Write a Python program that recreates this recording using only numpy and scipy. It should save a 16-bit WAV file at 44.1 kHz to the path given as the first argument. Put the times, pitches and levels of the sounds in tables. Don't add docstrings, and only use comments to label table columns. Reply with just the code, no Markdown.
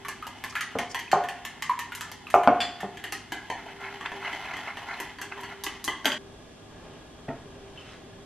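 import sys
import numpy as np
from scipy import signal
from scipy.fft import rfft, irfft, next_fast_len
from scipy.io import wavfile
from scipy.ndimage import map_coordinates

SR = 44100
rng = np.random.default_rng(int(sys.argv[2]) if len(sys.argv) > 2 else 0)


def put_to_file(sound):
    columns = np.atleast_2d(sound).T
    safe = np.clip(columns, -1, 1)
    whole_steps = np.round(safe * 32767)
    wavfile.write(sys.argv[1], SR, whole_steps.astype(np.int16))


N = 363825
T = np.arange(SR // 2) / SR
CLOCK = np.arange(N) / SR
JUMP_S = 6.181

# start in seconds, level in dB, bright edge and low boom in relative dB.
KNOCKS = [(0.7536, -19, -35, -1), (0.789, -23, -6, -8), (1.1305, -3.5, -23, -15),
          (2.3416, -1.5, -15.5, -14.5), (2.4746, -1.5, -14, -12.5), (2.831, -21.5, -37, -2)]
# frequency in Hz, relative density in dB per Hz.
CLACK = [(100, -41), (280, -22), (520, -33.5), (900, -1.5), (1800, 2.5), (3200, 1), (4200, -14),
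         (8000, -17), (16000, -41)]
# frequency in Hz, relative density in dB per Hz.
TICK = [(1000, -21), (3000, 2.5), (4800, 3), (6500, 5), (9500, -2), (12000, 3), (14500, -4), (16000, -29)]
# frequency in Hz, relative density in dB per Hz.
THUD = [(20, -32), (60, -38), (170, -22), (350, -18.5), (520, 13), (720, 11.5), (1200, 4.5), (2000, -16.5),
        (4000, -56), (12000, -82)]
# frequency in Hz, side gain in dB.
WIDTH = [(30, -28), (160, -20), (300, -19), (650, -26), (1300, -23), (2800, -15), (5000, -3), (9000, 0),
         (15000, 1)]


def amp(db):
    return 10 ** (np.asarray(db) / 20)


def unit(x):
    return x / np.sqrt(np.mean(x ** 2) + 1e-20)


def blow(x):
    return x / np.sqrt(np.sum(x ** 2) * 1000 / SR)


def along(points, hz):
    f, v = np.transpose(points)
    return np.interp(np.log(hz + 1), np.log(f + 1), v)


def level(rows):
    return amp(np.interp(CLOCK, *np.transpose(rows), left=-120, right=-120))


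def wobble(rate_hz):
    knots = rng.standard_normal(int(N * rate_hz / SR) + 4)
    return map_coordinates(knots, [CLOCK * rate_hz])


def swell(s, half_s):
    return np.exp(-((CLOCK - s) / half_s) ** 2)


def swells_of(rows):
    return sum(amp(db) * swell(s, half_s) for s, db, half_s in rows)


def filtered(x, response):
    size = x.shape[-1]
    m = next_fast_len(size + 8192)
    hz = np.fft.rfftfreq(m, 1 / SR)
    return irfft(rfft(x, m) * response(hz), m)[..., :size]


def coloured(x, spectrum):
    return unit(filtered(x, lambda hz: amp(along(spectrum, hz))))


def spread(pair, width):
    side = filtered(pair[1], lambda hz: amp(along(width, hz)))
    return np.array([pair[0] + side, pair[0] - side])


def add(track, s, sound):
    start = round(s * SR)
    track[:, start:start + len(T)] += sound[:, :N - start]


def late(x, s):
    return np.pad(x, (round(s * SR), 0))[:len(x)]


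def pulse(spectrum):
    hz = np.fft.rfftfreq(len(T), 1 / SR)
    cepstrum = irfft(np.log(amp(along(spectrum, hz))))
    half = len(T) // 2
    cepstrum[1:half] *= 2
    cepstrum[half:] = 0
    return blow(irfft(np.exp(rfft(cepstrum))))


def ring(modes, scatter_db, detune):
    hz, db, t60_s = np.transpose(modes)[:, :, None]
    size, shift = rng.standard_normal((2, len(modes), 1))
    sign = (-1) ** np.arange(len(modes))[:, None]
    fade = amp(db + scatter_db * size - 60 * T / t60_s)
    wave = np.sin(2 * np.pi * hz * (1 + detune * shift) * T)
    return blow(np.sum(sign * fade * wave, axis=0))


def chatter(x, t60_s, rough):
    rattle = rng.standard_normal(len(T)) * np.exp(-np.log(1000) * T / t60_s)
    force = rough * rattle / np.linalg.norm(rattle)
    force[0] += 1
    return blow(signal.fftconvolve(x, force)[:len(T)])


def grains(rate_hz, spiky_db):
    hits = rng.random((2, N)) < rate_hz / SR
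    size = rng.standard_normal((2, N)) * amp(spiky_db * rng.standard_normal((2, N)))
    return hits * size


def bubbles(rate_hz, centre_hz, octaves, cycles, spiky_db, rise):
    t = T[:SR // 70]
    count = int(rate_hz * N / SR)
    streams = []
    for _ in range(2):
        start = rng.integers(0, N, count)
        pitch, size = rng.standard_normal((count, 2)).T[:, :, None]
        age = centre_hz * 2 ** (octaves * pitch) * t / cycles
        wave = np.sin(2 * np.pi * cycles * age * (1 + rise * age / 2))
        wave = amp(spiky_db * size) * wave * age * np.exp(-2 * age)
        wave = wave * (1 - t / t[-1])
        place = start[:, None] + np.arange(len(t))
        streams.append(np.bincount(place.ravel(), wave.ravel(), N)[:N])
    return unit(np.array(streams))


def tone(hz, waver_rad):
    return np.sqrt(2) * np.sin(2 * np.pi * hz * CLOCK + waver_rad * wobble(25))


def tail(early_db, early_s):
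    # frequency in Hz, t60 in s.
    kitchen = [(150, 0.71), (700, 0.5), (1500, 0.52), (3500, 0.58), (9000, 0.37), (15000, 0.012)]
    hz, t, z = signal.stft(rng.standard_normal((2, len(T))), SR, nperseg=256)
    decay = np.exp(-np.log(1000) * t / along(kitchen, hz)[:, None])
    x = signal.istft(z * decay, SR, nperseg=256)[1][:, :len(T)]
    x = x * (1 + amp(early_db) * np.exp(-T / early_s))
    x = x * (1 - np.exp(-T / 0.00049))
    return spread(x / np.linalg.norm(x[0]), WIDTH)


def in_room(x, wet_db):
    echoes = signal.fftconvolve(x[None], tail(early_db=0.5, early_s=0.031), axes=1)[:, :len(T)]
    return x + amp(wet_db) * echoes


def in_room_steady(pair, wet_db):
    echoes = signal.fftconvolve(pair[:1], tail(early_db=18.0, early_s=0.003), axes=1)[:, :N]
    return spread(pair, WIDTH) + amp(wet_db) * echoes


def chopsticks():
    # start in seconds, relative clack level in dB, bowl note in Hz, relative bowl ring in dB,
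    # stick note in Hz (it depends on the grip), relative tick level in dB.
    clicks = [(0.0838, -25.5, 1050, -3.5, 1770, -9.5), (0.268, -31, 936, -0.5, 2050, -10),
              (0.4389, -24, 1027, -5, 1720, -12.5), (0.6089, -19.5, 1110, -14, 1906, -14),
              (0.787, -20, 1010, -10, 1804, -15), (0.946, -20, 940, -5.5, 1920, -17.5),
              (0.9923, -25.5, 980, -21, 1770, -14), (1.1156, -19.5, 1120, -11, 1840, -16.5),
              (1.238, -27, 980, -3.5, 1820, -23), (1.287, -23.5, 1000, -27, 1816, -18.5),
              (1.4508, -24.5, 963, -10.5, 1800, -12.5), (1.6229, -21.5, 1023, -12, 1827, -12),
              (1.791, -22.5, 1050, -10, 1770, -12.5), (1.95, -32, 956, -4, 1790, -3),
              (2.0094, -25, 1180, -5.5, 1740, -9.5), (2.1159, -33, 960, -4.5, 1770, -6.5),
              (2.302, -30.5, 980, -16, 1770, -9), (2.345, -36.5, 1000, -2, 1820, -2),
              (2.434, -28, 1010, 5, 1780, -19.5), (2.8051, -28.5, 1010, -16, 1840, -17),
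              (2.972, -30.5, 1000, -23, 1780, -20), (3.04, -23, 797, -18, 1840, -17.5),
              (3.123, -21.5, 1270, -11, 1865, -10), (3.321, -20.5, 858, -13, 1730, -17),
              (3.501, -22, 910, -0.5, 1810, -30), (3.664, -37, 885, 4, 1600, -24),
              (3.808, -40, 970, 2.5, 1820, -20), (4.01, -28, 1125, -4, 1770, -35),
              (4.059, -34, 1090, -16, 1840, -34), (4.118, -28, 965, -2, 1820, -37),
              (4.217, -37, 990, -4, 1810, -32), (4.329, -27.5, 850, -9, 2080, -37),
              (4.456, -32, 1010, -16, 2070, -29), (4.5378, -28, 856, -10, 2030, -40),
              (4.568, -27.5, 1020, -14, 1960, -22), (4.771, -28, 985, -4, 1830, -28),
              (4.887, -36, 1000, -11, 1970, -38), (5.001, -25, 920, -6.5, 1960, -11),
              (5.186, -31, 1000, -7, 1910, -27), (5.215, -25.5, 960, -9.5, 1704, -12),
              (5.377, -37, 963, 5, 1830, -30), (5.408, -44, 1000, -12, 1800, -4.5),
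              (5.434, -29, 964, -5.5, 1960, -21), (5.6373, -32, 950, 0, 2000, 3.5),
              (5.6649, -22, 1130, -7, 2010, -17), (5.8421, -33.5, 980, -8, 1850, 5),
              (5.8781, -18, 1052, -2.5, 1985, -21)]
    # multiple of the bowl note, relative level in dB, t60 in s.
    bowl = [(1, 8, 0.048), (1.13, 3, 0.042), (.85, 3, 0.041)]
    # nominal frequency in Hz, relative level in dB, t60 in s.
    sticks = [(1620, -7.5, 0.064), (1787, -6, 0.079), (2043, 9, 0.02), (2834, -4, 0.018),
              (2967, 4.5, 0.026), (3160, -4.5, 0.033), (4410, -6, 0.036), (6190, -13, 0.047)]
    # nominal frequency in Hz, relative level in dB, t60 in s.
    foot = [(309, 3.5, 0.1), (393.6, 2.5, 0.1), (730, 2.5, 0.032), (792, 4, 0.087), (1100, -2, 0.047),
            (1720, -1, 0.056), (2050, 13, 0.043), (3410, 4, 0.026)]
    out, clack, tick = np.zeros((2, N)), pulse(CLACK), pulse(TICK)
    for s, db, note_hz, ring_db, stick_hz, tick_db in clicks:
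        modes = [(stick_hz, 10, 0.039), *sticks]
        rattle = amp(-3.5) * chatter(clack, t60_s=0.011, rough=0.77)
        wood = blow(ring(modes, scatter_db=2.5, detune=0.019) + rattle)
        wall = ring(np.array(bowl) * [note_hz, 1, 1], scatter_db=4.0, detune=0.0071)
        body = wood + amp(ring_db + 2.5) * wall
        if s > KNOCKS[-1][0]:
            body = body + amp(-4.5) * ring(foot, scatter_db=0.5, detune=0.0096)
        first_tip = chatter(tick, t60_s=0.013, rough=6.7)
        second_tip = chatter(tick, t60_s=0.00093, rough=3.5)
        tips = first_tip + 0.73 * late(second_tip, rng.uniform(0.0049, 0.0073))
        hit = in_room(body, wet_db=1.0) + amp(tick_db + 3.5) * in_room(tips, wet_db=-1.0)
        add(out, s, amp(db - 1.5) * hit)
    return out


def plops():
    # start in seconds, relative level in dB, final pitch in Hz, life in s (to 1/e),
    # share by which the pitch starts higher, splash over the pocket in dB.
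    pockets = [(0.049, -32, 1130, 0.012, 0.045, -2.5), (0.225, -26, 1202, 0.0089, 0.086, -14),
               (0.525, -38, 1336, 0.008, -0.083, -5), (0.554, -23.5, 1380, 0.01, 0.017, -2.5),
               (0.557, -27, 1930, 0.0057, 0.1, -22), (0.567, -24.5, 1730, 0.006, -0.031, -13),
               (0.568, -38, 2480, 0.003, -0.05, -13), (0.718, -42, 2920, 0.0022, -0.029, -5),
               (1.079, -37.5, 2500, 0.0031, 0.019, -16), (1.6949, -10, 957, 0.024, 0.17, -21),
               (1.921, -31, 1390, 0.0051, 0.13, -2), (2.269, -35, 2690, 0.0023, -0.039, -6)]
    # frequency in Hz, relative density in dB per Hz.
    splash_spectrum = [(300, -59), (900, -3.5), (1400, 0.5), (2400, -2.5), (3600, -11), (8000, -32),
                       (16000, -78)]
    glide_s = 0.005
    out = np.zeros((2, N))
    for s, db, hz, life_s, glide, splash_db in pockets:
        pitch_hz = hz * (1 + glide * np.exp(-T / glide_s))
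        wave = np.sin(2 * np.pi * np.cumsum(pitch_hz) / SR)
        bubble = blow(wave * np.exp(-T / life_s) * (1 - np.exp(-T / 0.0008)))
        splash = chatter(pulse(splash_spectrum), t60_s=0.015, rough=0.58)
        splash = splash + amp(-14.5) * chatter(pulse(TICK), t60_s=0.06, rough=1.0)
        plop = in_room(bubble, wet_db=-5.0) + amp(splash_db) * in_room(splash, wet_db=3.0)
        add(out, s, amp(db + 3.5) * plop)
    return out


def bowl_knocks():
    # nominal frequency in Hz, relative level in dB, t60 in s.
    board = [(402, -8, 0.06), (603, -12, 0.04), (691, -3, 0.031), (727, 4, 0.042), (820, -4.5, 0.059),
             (1050, 3.5, 0.062), (1213, -1.5, 0.086), (1540, -34, 0.073), (1930, -17.5, 0.039)]
    # nominal frequency in Hz, relative dB, t60 in s.
    standing = [(315, -28, 0.21), (363, -15, 0.23), (458, -14, 0.42), (587, -9, 0.38), (708, 5, 0.56),
                (738, -2, 0.53), (776, -7, 0.51), (786, -10, 1), (866, -10, 0.49), (1020, -22, .45),
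                (1080, -15.5, 0.79), (1123, -13.5, 0.67), (1215, -20, 0.57), (1460, -16, 0.88)]
    # nominal frequency in Hz, relative level in dB, t60 in s.
    boom_modes = [(123, -12.5, 0.07), (206.5, -7, 0.1), (272, -2, 0.049), (397, 2.5, 0.08),
                  (489, -1, 0.026)]
    # frequency in Hz, relative density in dB per Hz.
    edge_spectrum = [(400, -6.5), (1200, 9), (1700, 4), (2250, 2), (3500, -21), (6000, -34), (9000, -63),
                     (11500, -44), (14000, -40), (16500, -73)]
    out, thud = np.zeros((2, N)), pulse(THUD)
    for s, db, edge_db, boom_db in KNOCKS:
        touches = 1.25 * thud + 1.07 * late(thud, 0.002713) + 0.47 * late(thud, 0.0068)
        body = blow(ring(board, scatter_db=5.0, detune=0.0089) + amp(-0.5) * touches)
        hang = amp(-0.5) * ring(standing, scatter_db=0.5, detune=0.0012)
        hang = hang * (1 - np.exp(-T / 0.007))
        boom = amp(boom_db) * ring(boom_modes, scatter_db=5.0, detune=0.0036)
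        edge = amp(edge_db + 6.0) * chatter(pulse(edge_spectrum), t60_s=0.0067, rough=1.0)
        knock = in_room(body, wet_db=-4.0) + hang
        knock = knock + in_room(boom, wet_db=-0.5) + in_room(edge, wet_db=-2.5)
        add(out, s, amp(db) * knock)
    return signal.sosfilt(signal.butter(2, 75, "high", fs=SR, output="sos"), out)


def rim():
    # start in seconds, relative level in dB.
    hits = [(2.604, -21.5)]
    # nominal frequency in Hz, relative level in dB, t60 in s.
    rim_modes = [(2600, -2, 0.18), (2690, 8, 0.23), (2748, 7, 0.23), (2939, -5, .16), (3450, 10, 0.18),
                 (3500, -1, 0.13), (3941, -9, .25), (4296, -1.5, 0.19), (4650, -12, .15), (4735, -9, .25),
                 (4900, -6, 0.15), (5206, -12, .15), (7400, -8, 0.25)]
    # frequency in Hz, relative density in dB per Hz.
    clank = [(500, -28), (1500, 4.5), (2700, -2.5), (3400, -1), (3800, -12), (4700, -1.5), (5500, -16.5),
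             (7500, -17), (12000, -28), (16000, -37)]
    out = np.zeros((2, N))
    for s, db in hits:
        metal = chatter(ring(rim_modes, scatter_db=4.0, detune=0.0017), t60_s=0.012, rough=0.5)
        buzz = chatter(pulse(clank), t60_s=0.11, rough=3.1)
        hit = in_room(amp(3) * metal, wet_db=-5) + in_room(amp(3.5) * buzz, wet_db=1.0)
        add(out, s, amp(db) * hit)
    return out


def stirring():
    # middle in seconds, relative level in dB, half length in s.
    sweep_rows = [(3.596, -44.5, 0.021), (3.692, -46, 0.014), (3.858, -39, 0.045), (4.06, -34, 0.013),
                  (4.27, -34.5, 0.043), (4.5, -38.5, 0.058), (4.688, -35.5, 0.025), (4.911, -33, 0.03),
                  (5.323, -35, 0.0071), (5.447, -44, 0.0068), (5.526, -39, 0.016)]
    # time in seconds, relative level in dB.
    churn_rows = [(3.5, -73), (3.78, -54), (3.9, -54.5), (4.2, -51.5), (4.4, -47), (4.7, -57),
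                  (5.04, -47.5), (5.15, -66), (5.3, -60), (5.5, -58), (5.6, -75)]
    # frequency in Hz, relative density in dB per Hz.
    scrape = [(150, -18), (350, -2), (520, -9), (680, -5.5), (850, 1), (1300, -6), (1900, 3), (2300, -6),
              (2700, -7), (3100, -4), (3800, -16), (5000, -17), (8000, -30.5), (12500, -32), (15500, -41)]
    # frequency in Hz, relative density in dB per Hz.
    surge_spectrum = [(300, -25), (650, -3.5), (1000, 4.5), (1500, 0.5), (2200, 4.5), (3100, -36),
                      (4000, -12), (8000, -30), (15000, -43)]
    slop_db, churn_swing_db = -56, 2.0
    clump_db, clump_rate_hz = 3.0, 150
    churn = (amp(slop_db) + level(churn_rows)) * amp(churn_swing_db * wobble(18))
    slips = coloured(grains(rate_hz=1500, spiky_db=0.5), scrape)
    surge = coloured(grains(rate_hz=1100, spiky_db=2.5), surge_spectrum)
    froth = bubbles(rate_hz=700, centre_hz=1680, octaves=.36, cycles=6, spiky_db=2, rise=.08)
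    clumps = unit(amp(clump_db * np.tanh(2 * wobble(clump_rate_hz))))
    egg = swells_of(sweep_rows) * clumps * (amp(-5.5) * surge + amp(-3.0) * froth)
    return in_room_steady(egg + churn * (slips + amp(-9.5) * froth), wet_db=-0.5)


def fizzes():
    # middle in seconds, level in dB, half length in s.
    tears = [(0.38, -66, 0.013), (0.504, -51, 0.0062), (0.91, -50, 0.01)]
    # frequency in Hz, relative density in dB per Hz.
    fizz = [(1500, -32), (3800, -4), (5400, 7), (7500, -1), (11000, -12), (15500, -30)]
    crackle = coloured(grains(rate_hz=2600, spiky_db=6), fizz)
    return in_room_steady(crackle * swells_of(tears), wet_db=7.5)


def dropped_sticks():
    # start in seconds, level in dB, relative free ring in dB.
    drops = [(6.046, -27.5, -24.5), (6.0555, -14.5, 0), (6.065, -21, -18), (6.084, -35, -8),
             (6.1192, -30.5, 9.5), (6.127, -31, -6)]
    # nominal frequency in Hz, relative level in dB, t60 in s.
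    clatter = [(256, -5, 0.065), (420, -9, 0.033), (580, -6, 0.083), (920, -2, 0.013), (1090, -6.5, 0.088),
               (1560, 7.5, 0.013), (1835, 3, 0.032), (1897, 6.5, 0.022), (3150, -12, 0.023)]
    # nominal frequency in Hz, relative level in dB, t60 in s.
    free_stick = [(2650, -4, 0.025), (2960, 1, 0.032), (3210, 7.5, 0.022), (4000, -3, 0.017),
                  (4710, -4.5, 0.027)]
    out = np.zeros((2, N))
    for s, db, free_db in drops:
        wood = ring(clatter, scatter_db=0.5, detune=0.016)
        wood = wood + amp(-6.5) * chatter(pulse(CLACK), t60_s=0.051, rough=2.8)
        free = amp(free_db + 2) * ring(free_stick, scatter_db=2, detune=.004)
        tips = amp(-10.0) * chatter(pulse(TICK), t60_s=0.0081, rough=8.9)
        add(out, s, amp(db) * (in_room(wood + tips, wet_db=1.5) + in_room(free, wet_db=-5.5)))
    return out


def knife():
    # middle in seconds, relative level in dB, half length in s.
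    rubs = [(6.873, -62, 0.13), (7.63, -68.5, 0.51)]
    # frequency in Hz, relative density in dB per Hz.
    swish = [(300, 17.5), (700, 11.5), (1500, 5), (3000, 2.5), (5000, -11), (8000, -19), (14000, -59)]
    # start in seconds, level in dB.
    bumps = [(7.283, -25.5), (7.288, -24)]
    # nominal frequency in Hz, relative level in dB, t60 in s.
    handle = [(140, -3, 0.082), (260, 4, 0.059), (448, 0.5, 0.078), (654, -8, 0.036), (678, 4.5, 0.075),
              (900, -4, 0.096), (1350, -5, 0.026), (1880, -4, 0.031), (2460, -3, 0.0076)]
    # start in seconds, level in dB.
    blade_hits = [(7.775, -36)]
    # nominal frequency in Hz, relative level in dB, t60 in s.
    blade = [(2730, 0, 0.042), (3060, 0, 0.054)]
    rubbing = amp(-60.5) * (CLOCK > JUMP_S) + swells_of(rubs)
    cloth = coloured(grains(rate_hz=7200, spiky_db=1.5), swish)
    out = in_room_steady(cloth * rubbing, wet_db=0.5) * amp(4.0)
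    for s, db in bumps:
        bump = ring(handle, scatter_db=3.5, detune=0.011)
        bump = bump + 0.36 * chatter(pulse(THUD), t60_s=0.011, rough=2.3)
        add(out, s, amp(db) * in_room(bump, wet_db=0.5))
    for s, db in blade_hits:
        ping = ring(blade, scatter_db=5, detune=0.0015)
        add(out, s, amp(db) * in_room(ping, wet_db=2.5))
    return out


def slicing():
    # middle in seconds, level in dB, half length in s.
    slices = [(7.795, -57, 0.046), (7.91, -52, 0.063)]
    # frequency in Hz, relative density in dB per Hz.
    skin = [(300, -4), (900, 1), (1800, 2), (3000, 1), (4500, -6.5), (6000, -13), (9000, -22), (15000, -45)]
    slips = coloured(grains(rate_hz=2600, spiky_db=1.5), skin)
    return in_room_steady(slips * swells_of(slices), wet_db=-1.0)


def fridge():
    # frequency in Hz, relative density in dB per Hz.
    air_spectrum = [(15, -48), (30, -20), (50, -2.5), (117, -10), (149, -5), (293, -7), (394, -10),
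                    (427, -13.5), (695, -22), (962, -23.5), (1100, -24), (3080, -29), (3340, -16.5),
                    (3620, -26.5), (9000, -35.5), (13200, -46.5), (16000, -80)]
    # frequency in Hz, side gain in dB.
    air_width = [(30, -36), (90, -17), (170, -11), (350, -2.5), (700, 4.5), (1500, 3.5), (3000, -0.5),
                 (6000, 5.5)]
    # frequency in Hz, nominal level in dB rms.
    hum_lines = [(102.3, -62), (145.3, -69), (247.6, -61)]
    # middle in seconds, nominal level in dB, half length in s.
    fan_swells = [(0.04, -56, 0.13), (3.85, -50.5, 0.27), (4.208, -47, 0.09), (5.492, -51.5, 0.25),
                  (6.223, -54.5, 0.12), (7.6, -53, 0.18), (8.203, -55, 0.11)]
    hum_swing_db, fan_swing_db, fan_rest_db = 1.5, 1.5, -64
    noise = coloured(rng.standard_normal((2, N)), air_spectrum)
    air = amp(-53.5) * spread(noise, air_width)
    hum = sum(amp(db + hum_swing_db * wobble(5.6)) * tone(hz, waver_rad=.6) for hz, db in hum_lines)
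    fan_level = amp(fan_rest_db) + swells_of(fan_swells)
    fan = fan_level * amp(fan_swing_db * wobble(20)) * tone(hz=396, waver_rad=.9)
    return air + hum + fan


def scene():
    fade_s = 0.004
    eggs = chopsticks() + plops() + bowl_knocks() + rim() + stirring() + fizzes() + dropped_sticks()
    before_jump = np.clip(.5 + (JUMP_S - CLOCK) / fade_s, 0, 1)
    return eggs * before_jump + knife() + slicing() + fridge()


def record(dry):
    top_hz = 15900
    rounded = dry / (1 + np.abs(dry / .95) ** 8) ** (1 / 8)
    return filtered(rounded, lambda hz: 1 / (1 + (hz / top_hz) ** 80))


dry = scene()
out = record(dry)
put_to_file(out)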